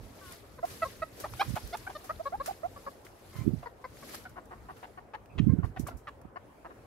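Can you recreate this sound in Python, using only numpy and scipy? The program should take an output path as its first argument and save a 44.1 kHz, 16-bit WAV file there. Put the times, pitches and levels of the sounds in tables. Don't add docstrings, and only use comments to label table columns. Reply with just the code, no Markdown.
import sys
import numpy as np
from scipy import signal
from scipy.fft import rfft, irfft
from scipy.io import wavfile
from scipy.ndimage import uniform_filter1d

SR = 44100
rng = np.random.default_rng(int(sys.argv[2]) if len(sys.argv) > 2 else 0)


def gain_from_db(level_db):
    decades = np.asarray(level_db, float) / 20
    return 10 ** decades


def to_wav(sig):
    pcm = np.clip(np.atleast_2d(sig), -1, 1) * 32767
    pcm = np.round(pcm).astype(np.int16)
    wavfile.write(sys.argv[1], SR, pcm.T)


N = 302790


def evened(x):
    return x / np.sqrt(np.mean(x ** 2) + 1e-20)


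def read(points, hz):
    f, value = np.transpose(points)
    return np.interp(np.log(hz + 1), np.log(f + 1), value)


def curve(rows):
    s, level_db = np.transpose(rows)
    return np.interp(np.arange(N) / SR, s, level_db)


def swells(rows):
    s, db, rise_s, fall_s = np.transpose(rows)[:, :, None]
    t = np.arange(0, N + 64, 64) / SR
    below_peak_db = 20 * np.maximum((s - t) / abs(rise_s), (t - s) / abs(fall_s))
    return np.interp(np.arange(N) / SR, t, (db - below_peak_db).max(0))


def sides(pan_db):
    return gain_from_db(np.array([pan_db / 2, -pan_db / 2]))


def add(mix, s, sound):
    part = mix[:, round(s * SR):][:, :sound.shape[1]]
    part += sound[:, :part.shape[1]]


def colour(x, points):
    hz = np.fft.rfftfreq(x.shape[-1], 1 / SR)
    return irfft(rfft(x) * gain_from_db(read(points, hz)), x.shape[-1])


def ringing(edges_hz, size):
    band = signal.butter(2, edges_hz, "band", fs=SR)
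    return signal.lfilter(*band, rng.standard_normal((2, size)))


def hiss(points, patchy_db, size):
    # (frequency [Hz], left-right likeness [0-1])
    likeness = [(290, 0.85), (640, 0.45), (1400, 0.07)]
    frames, hz = 4 * N // size + 5, np.fft.rfftfreq(size, 1 / SR)
    a, b, c, d, patches = rng.standard_normal((frames, len(hz), 5)).T
    patches = uniform_filter1d(patches, size=10, axis=0)
    patches = evened(uniform_filter1d(patches, size=8, axis=1))
    same = np.clip(read(likeness, hz), -1, 1)[:, None]
    left = a + 1j * b
    right = same * left + np.sqrt(1 - same ** 2) * (c + 1j * d)
    z = np.array([left, right]) * gain_from_db(read(points, hz)[:, None] + patchy_db * patches)
    return evened(signal.istft(z, nperseg=size, noverlap=3 * size // 4)[1][:, :N])


def cluck(length_s, hz0, hz1, db, top, second_db, third_db, fourth_db, higher_db, beak_db, attack_s,
          throat, rough, pan_db, lead):
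    rasp_hz, rasp_width_hz = 944, 506
    air_db = -4
    swell_db_per_s = 1700
    rough = np.clip(rough, 0, .75)
    whole_s = length_s + .006
    u = np.arange(round(whole_s * SR)) / whole_s / SR

    wobble = uniform_filter1d(uniform_filter1d(rng.standard_normal((2, 7000)), size=90), size=90)
    wobble = evened(wobble)[:, :len(u)]
    hz = (hz0 + (hz1 - hz0) * np.sin(np.pi / 2 * u)) * (1 + .08 * rough * wobble[0])
    turns = np.cumsum(hz) / SR

    k = np.arange(1, 19)[:, None]
    uneven_db, lag, shift = rng.standard_normal((3, *k.shape))
    level_db = np.where(k > 4, higher_db + read(throat, k * hz) + 2.5 * uneven_db, 0)
    level_db = level_db + second_db * (k == 2) + third_db * (k == 3) + fourth_db * (k == 4)
    level_db = level_db + beak_db * (u - .5) * (k > 1)
    phase = 2 * np.pi * k * turns - .9 * k ** 2 + .5 * lag
    port_leads = (0, lead + .45 * shift * (k > 2))
    voice = np.array([(gain_from_db(level_db) * np.cos(phase + s)).sum(0) for s in port_leads])
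    beat = 1 + rough * (.5 * np.cos(np.pi * turns) + 1.3 * rough * wobble[1])

    edges_hz = rasp_hz + rasp_width_hz * np.array([-.5, .5])
    rasp = evened(ringing(edges_hz, 7000))[:, -len(u):]
    air = evened(colour(rng.standard_normal((2, 7000)), [(1200, -60), *throat]))[:, :len(u)]
    air = gain_from_db(min(higher_db, 0) + air_db) * rough * air

    top = np.clip(top, .25, .8)
    rise = np.minimum(u * length_s / max(attack_s, 1 / SR), 1)
    rise = rise * gain_from_db(-swell_db_per_s * attack_s * np.maximum(1 - u / top, 0))
    fall = np.cos(np.pi / 2 * np.maximum(u - top, 0) / (1 - top)) ** 1.3
    sound = evened(voice) * beat + 1.5 * rough ** 2 * rasp + air
    return gain_from_db(db) * sides(pan_db)[:, None] * sound * rise * fall


def hedge(x):
    # (frequency [Hz], t60 [s])
    echo_t60 = [(300, 0.11), (1300, .14), (3000, .25), (6000, 0.34)]
    taps = np.zeros((2, SR // 2))
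    at = np.arange(100, SR // 2 - 20, 20) + rng.integers(0, 20, (2, (SR // 2 - 101) // 20))
    np.put_along_axis(taps, at, rng.choice([-1., 1.], at.shape), 1)
    hz, t, z = signal.stft(taps, SR, nperseg=256)
    tail = signal.istft(z * gain_from_db(-60 * t / read(echo_t60, hz)[:, None]), SR, nperseg=256)[1]
    return signal.fftconvolve(x, tail / np.linalg.norm(tail[0]), axes=1)[:, :N]


def hens():
    # (frequency [Hz], level [dB])
    plain_throat = [(1700, 2.5), (2500, 4.5), (3200, -5.5), (4200, -8), (5500, -9.5), (6800, -31.5),
                    (9000, -27)]
    narrow_throat = [(2400, -16), (3300, -18), (4100, -5), (4700, -16), (5300, -28), (9000, -38)]
    far_throat = [(1700, 4), (2500, -1.5), (3200, -6.5), (4200, -13), (5000, -20.5), (6500, -24.5),
                  (9000, -46)]
    low_throat = [(1800, 5.5), (2400, -12), (2900, -8), (3500, -31), (4400, -20), (9000, -49.5)]
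    open_throat = [(2400, -10), (3100, -5), (3600, -2), (4300, 0), (5000, -7), (5800, -14), (7000, -30),
                   (9000, -40)]
    hollow_throat = [(1800, 5.5), (2400, -10), (3000, -24), (3700, -22), (4500, -8), (5200, -16),
                     (6200, -40), (9000, -50)]
    # (loudest point [0-1], 2nd [dB], 3rd [dB], 4th [dB], higher overtones [dB],
    # their change as the beak moves [dB], attack [s])
    round_voice = (.6, -23, -33, -44, -50, -30, .004)
    nasal_voice = (.45, 5.5, -11, -20, -15, -7, .004)
    shrill_voice = (.65, -8, -9, -12, -11, -1, .005)
    hoarse_voice = (0.33, -14.5, -18, -20, -22, 3, .003)
    deep_voice = (0.5, 4.5, -6, -5.5, -14, -10, .003)
    plain_voice = (.5, 0, -9, -18, -18, -7, .004)
    soft_voice = (.4, 4, -10, -22, -18, -4, .002)
    croaking_voice = (0.4, 6, 7.5, 0.5, -10, -3, .004)
    squawking_voice = (0.35, 13.5, -2, 5.5, -5, 6.5, .001)
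    moaning_voice = (2.2, -3, 20, 18, -3, -9, .003)
    sharp_voice = (.4, 12, 6, -5, -4, 0, .001)
    clear_voice = (.5, 10, 12.5, 4, -2.5, 4, .002)
    bright_voice = (.55, -9, -11, -22, -11, 0, .005)
    mild_voice = (.55, 1, -7, -26, -15, -4, .004)
    rasping_voice = (.4, 3, 2, 6, 8, 0, .002)
    # (time [s], length [s], first pitch [Hz], last pitch [Hz], level [dB])
    round_hen = [
        (0.629, 0.023, 640, 729, -27),
        (2.035, 0.031, 760, 740, -50.5),
        (2.195, 0.021, 576, 680, -34),
        (2.323, 0.038, 626, 840, -31),
        (2.476, 0.026, 527, 830, -31),
        (2.505, 0.0094, 780, 760, -32.5),
        (2.632, 0.038, 595, 750, -31.5),
        (6.241, 0.013, 700, 750, -55),
    ]
    nasal_hen = [
        (0.848, 0.026, 522, 560, -36),
        (2.256, 0.03, 542, 573, -30.5),
        (2.4, 0.023, 520, 573, -31),
    ]
    shrill_hen = [
        (1.394, 0.026, 680, 830, -25),
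    ]
    hoarse_hen = [
        (1.247, 0.023, 758, 778, -39.5),
        (1.41, 0.024, 1029, 1158, -30),
        (1.562, 0.022, 705, 886, -36),
        (1.744, 0.018, 853, 950, -38.5),
        (1.893, 0.027, 773, 748, -45.5),
        (3.626, 0.028, 638, 730, -47),
        (5.882, 0.016, 700, 732, -40),
    ]
    deep_hen = [
        (3.658, 0.026, 507, 469, -39),
        (3.842, 0.022, 522, 498, -38.5),
        (4.025, 0.019, 570, 550, -49.5),
        (5.49, 0.045, 533, 532, -53),
        (5.868, 0.014, 582, 580, -42),
    ]
    plain_hen = [
        (0.579, 0.022, 680, 604, -56),
        (0.586, 0.012, 544, 500, -42.5),
        (0.82, 0.025, 660, 654, -25.5),
        (1.02, 0.019, 620, 645, -29),
        (1.239, 0.01, 580, 619, -30.5),
        (3.33, 0.13, 1058, 1027, -57.5),
    ]
    soft_hen = [
        (1.868, 0.02, 700, 790, -37),
        (2.095, 0.023, 590, 687, -32.5),
        (2.762, 0.022, 570, 554, -45),
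        (2.866, 0.028, 590, 560, -37),
        (4.254, 0.022, 744, 742, -44),
        (5.588, 0.024, 694, 686, -57),
        (5.905, 0.03, 693, 656, -51),
    ]
    croaking_hen = [
        (4.135, 0.017, 376, 375, -47),
        (4.36, 0.045, 400, 350, -44),
        (4.508, 0.043, 387.5, 351, -45.5),
        (4.685, 0.037, 384.3, 363, -44),
        (5.63, 0.028, 355, 363, -41.5),
        (6.645, 0.031, 331.5, 324, -44),
        (6.698, 0.033, 380, 358, -53),
    ]
    squawking_hen = [
        (4.83, 0.029, 370.5, 371, -42),
        (5.137, 0.024, 427, 414, -38.5),
        (5.764, 0.022, 381, 373, -42),
    ]
    moaning_hen = [
        (0.212, 0.117, 391, 353, -53),
    ]
    sharp_hen = [
        (6.072, 0.025, 643, 558, -40),
    ]
    clear_hen = [
        (4.975, 0.02, 382, 366, -43),
        (6.359, 0.02, 320, 375, -39),
    ]
    bright_hen = [
        (1.726, 0.022, 650, 725, -34),
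    ]
    mild_hen = [
        (1.951, 0.022, 625, 590, -37),
    ]
    rasping_hen = [
        (5.381, 0.02, 696, 612, -43),
    ]
    # (clucks, voice, throat, roughness [0-1], left-right [dB], lead of the right port [rad])
    flock = [
        (round_hen, round_voice, low_throat, .22, -4, -1.6),
        (nasal_hen, nasal_voice, narrow_throat, .22, 3, .6),
        (shrill_hen, shrill_voice, plain_throat, .22, 0, -.5),
        (hoarse_hen, hoarse_voice, plain_throat, .8, -1, -.6),
        (deep_hen, deep_voice, hollow_throat, .4, 3, -.8),
        (plain_hen, plain_voice, narrow_throat, .25, -1, -.5),
        (soft_hen, soft_voice, hollow_throat, .42, 2, 1.2),
        (croaking_hen, croaking_voice, low_throat, .6, 2, -1.4),
        (squawking_hen, squawking_voice, far_throat, .58, 1, -1.0),
        (moaning_hen, moaning_voice, low_throat, .12, 1, -.5),
        (sharp_hen, sharp_voice, far_throat, .42, 1, -1.0),
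        (clear_hen, clear_voice, low_throat, .34, 2, -1.6),
        (bright_hen, bright_voice, open_throat, .2, 0, -.5),
        (mild_hen, mild_voice, open_throat, .2, 0, -.5),
        (rasping_hen, rasping_voice, far_throat, .7, 1, -1.0),
    ]
    out = np.zeros((2, N))
    for clucks, voice, throat, rough, pan_db, lead in flock:
        head_moves = rng.standard_normal((len(clucks), 2))
        for (s, *call), (turn, lean) in zip(clucks, head_moves):
            sound = cluck(*call, *voice, throat, rough, pan_db + 1.5 * turn, lead + .3 * lean)
            add(out, s - .002, sound)
    return out + gain_from_db(-13) * hedge(out)


def wind():
    # (middle [s], peak [dB], frequency [Hz])
    eddies = [(1.49, -20, 110), (1.506, -23, 170), (1.541, -21.5, 171), (1.645, -28, 67), (3.362, -27, 121),
              (3.392, -22.5, 113), (3.417, -20, 134), (3.468, -14, 230), (3.479, -8, 240),
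              (3.492, -20, 200), (3.504, -29, 96), (3.538, -12.5, 165), (3.565, -41, 84), (5.363, -27, 97),
              (5.403, -7, 182), (5.415, -16, 130), (5.428, -16, 140), (5.44, -14, 110), (5.472, -5, 190),
              (5.483, -9, 200), (5.499, -7, 127), (5.524, -13, 130), (5.537, -8, 200), (5.55, -20, 150),
              (5.588, -12, 150), (5.598, -16, 130), (5.64, -14.5, 90), (5.8, -17.5, 218), (5.808, -27, 115),
              (5.836, -22, 96), (5.944, -29, 65.5), (6.254, -30, 227)]
    # (time [s], level [dB])
    breeze = [(0.02, -44.5), (0.4, -61.5), (0.71, -49), (1.16, -54.5), (1.25, -47.5), (1.4, -51),
              (1.74, -57.5), (2.41, -55.5), (3.19, -63), (3.45, -43), (3.78, -64), (4.0, -54), (4.67, -57),
              (5.26, -60.5), (5.95, -50.5), (6.5, -66), (6.84, -59)]
    # (frequency [Hz], level [dB per Hz])
    rumble = [(20, -30), (38, 5), (60, 0), (110, 1), (170, -10), (260, -8.5), (400, -18.5), (620, -50),
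              (900, -80)]
    gust_under_eddy_db, gust_rise_s, gust_fall_s = 15, .06, .079
    lee_db = -56
    gusts = [(s, db - gust_under_eddy_db, gust_rise_s, gust_fall_s) for s, db, hz in eddies]
    level_db = np.maximum(curve(breeze), swells(gusts))
    gust_db = np.maximum(level_db - lee_db, 0)
    left_db = 3.0 - 1.0 * gust_db
    right_db = np.minimum(0.16 * gust_db, 3) - 1.0
    out = gain_from_db(level_db + np.array([left_db, right_db])) * hiss(rumble, patchy_db=3.0, size=2048)
    for s, db, hz in eddies:
        turns = np.arange(-2, 2, hz / SR)
        swing = np.cos(2 * np.pi * (turns + rng.random((2, 1))))
        swing *= np.cos(np.pi / 4 * turns) ** 2 * np.exp(-(turns / 0.62) ** 2)
        add(out, s - 2 / hz, gain_from_db(db + np.array([[-36], [-1]])) * swing)
    return out


def rustle():
    # (frequency [Hz], level [dB per Hz])
    leaves = [(180, -66), (300, 2.5), (404, 2), (510, -2), (896, -13.5), (1360, -8), (1470, -5.5),
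              (3010, -9), (4550, -8), (8700, -14), (11700, -9), (15800, -21)]
    # (peak time [s], level [dB], rise for 20 dB [s], fall for 20 dB [s])
    strokes = [(0.04, -62, .1, .4), (0.33, -53.5, .4, .15), (0.45, -66, .4, 1.5), (0.71, -51, .12, .35),
               (0.85, -53, .3, .4), (2.27, -60, .3, .12), (2.91, -61, .1, .1), (3.82, -69, .04, .6),
               (1.21, -52, .15, .22), (1.41, -52, .4, 1.45), (2.47, -51, .08, .17), (2.8, -62, 1.2, .6),
               (3.37, -59.5, .45, .35), (3.6, -65.5, .5, .27), (4.15, -49, .29, .13), (4.3, -70, .1, .3),
               (4.83, -67, .8, .3), (5.15, -69, .012, .03), (5.65, -64, .021, .09), (5.8, -60, .05, .06),
               (5.88, -54.5, .027, .055), (5.99, -74, .04, .045), (6.085, -66, .015, .03),
               (6.22, -84, .03, .06), (6.84, -76, .6, .4)]
    clicks_per_s = 1500
    clicks = gain_from_db(3.5 * np.minimum(rng.exponential(1, (2, N)), 3))
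    clicks *= rng.random((2, N)) < clicks_per_s / SR
    grit = evened(colour(clicks * rng.choice([-1, 1], (2, N)), leaves))
    rub = hiss(leaves, patchy_db=2.2, size=256) + .3 * grit
    return gain_from_db(swells(strokes) + np.array([[4], [2.2]])) * rub


def snaps():
    # (time [s], peak [dB], t60 [s], low part [dB])
    dry_snaps = [(0.6502, -52.5, 0.83, 4), (1.2, -42, 0.13, -1), (1.4944, -45, 0.058, -1),
                 (1.555, -43.5, 0.13, 7), (1.77, -43, 0.058, -2), (2.0411, -52, 0.3, 4),
                 (2.4593, -37, 0.12, 2.5), (3.048, -56, 0.25, 6), (3.3635, -55.5, 0.51, 8.5),
                 (4.031, -66, 0.051, 3), (4.293, -56.5, 0.07, -23), (4.455, -58.5, 0.033, -37),
                 (4.766, -65, 0.26, 12), (5.7942, -44.5, 0.12, -27), (5.87, -42, 0.065, -34),
                 (5.97, -57.5, 0.16, -18), (6.1744, -78, 0.14, -14)]
    # (time [s], peak [dB], low part [dB])
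    ticks = [(0.2074, -57, -2), (0.3215, -39, -8), (1.3368, -46.5, 12.5), (1.6741, -41, -6),
             (3.969, -56, -3), (4.0942, -45, 3), (4.1457, -37, 4), (4.152, -38, 1), (4.2398, -54, 4),
             (5.258, -59.5, 6.5), (6.2145, -56.5, -6)]
    tick_t60_s, attack_s = 0.024, 0.00099
    out, t = np.zeros((2, N)), np.arange(8000) / SR
    for s, db, t60_s, low_db in dry_snaps + [(s, db, tick_t60_s, low_db) for s, db, low_db in ticks]:
        burst = rng.standard_normal((2, len(t))) * gain_from_db(-60 * t / t60_s) * np.minimum(t / attack_s, 1)
        tone = [(300, low_db - 79), (1000, low_db + 1.5), (3500, low_db - 12.0),
                (5500, -4.0), (8600, -7.5), (12000, -5.0), (16000, -11.0)]
        add(out, s, gain_from_db(db + 8.0) * sides(0.93)[:, None] * colour(burst, tone))
    return out


def pecks():
    # (time [s], peak [dB], ring [Hz], length [s])
    taps = [(1.205, -42, 330, .012), (1.336, -41, 900, .005), (1.37, -55, 2700, .01),
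            (2.158, -58, 3800, .012), (2.17, -50, 450, .008), (3.05, -52, 350, .02),
            (3.065, -50, 2000, .008), (3.354, -48, 1000, .01), (3.39, -62, 2300, .08),
            (3.97, -54, 1800, .008), (4.028, -52, 1700, .014), (4.03, -50, 620, .02),
            (4.088, -53, 1900, .016), (4.138, -50, 1700, .02), (4.14, -48, 600, .018),
            (5.258, -63, 2600, .008), (5.29, -66, 2500, .09), (5.866, -42, 1150, .008),
            (6.214, -56, 1400, .005)]
    half_width = .16
    out = np.zeros((2, N))
    for s, db, hz, length_s in taps:
        spread = np.clip(half_width * np.sqrt(.01 / length_s), .03, .5)
        u = np.arange(round(length_s * SR)) / length_s / SR
        ring = ringing(hz * (1 + spread * np.array([-1, 1])), 6000)[:, -len(u):]
        both = evened(ring + .5 * ring[::-1])
        add(out, s, gain_from_db(db) * both * np.sin(np.pi * np.sqrt(u)) ** 2)
    return out


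def garden():
    # (frequency [Hz], level [dB per Hz])
    hum_colour = [(88, -1), (150, -3.5), (492, 1.5), (1300, -9), (2040, -15.5), (3390, -25), (5000, -28.5),
                  (6320, -29), (11100, -30), (15800, -34)]
    # (time [s], level [dB])
    stir = [(0, 0), (1, 0), (2.4, 0), (3.1, 0), (3.45, 1), (3.62, -2), (3.76, -6), (3.9, 0), (4.9, 0),
            (5.08, -5), (5.3, -2), (5.45, 2), (5.72, -4), (6.1, -1), (6.2, -3), (6.32, -7), (6.45, 0),
            (6.87, 1)]
    hum_db, stir_hz = -56, 2100
    hum = gain_from_db(hum_db) * hiss(hum_colour, patchy_db=2.2, size=1024)
    low = signal.sosfiltfilt(signal.butter(3, stir_hz, fs=SR, output="sos"), hum)
    return low + gain_from_db(curve(stir)) * (hum - low)


def scene():
    return hens() + wind() + rustle() + snaps() + pecks() + garden()


def top_cut(x):
    return signal.sosfilt(signal.butter(12, 16400, fs=SR, output="sos"), x)


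def record(dry):
    thin = signal.sosfilt(signal.butter(4, 44, "high", fs=SR, output="sos"), dry)
    edge = signal.firwin(801, 15760, window=("kaiser", 9), fs=SR)
    return top_cut(signal.oaconvolve(thin, edge[None], "same"))


dry = scene()
out = record(dry)
to_wav(out)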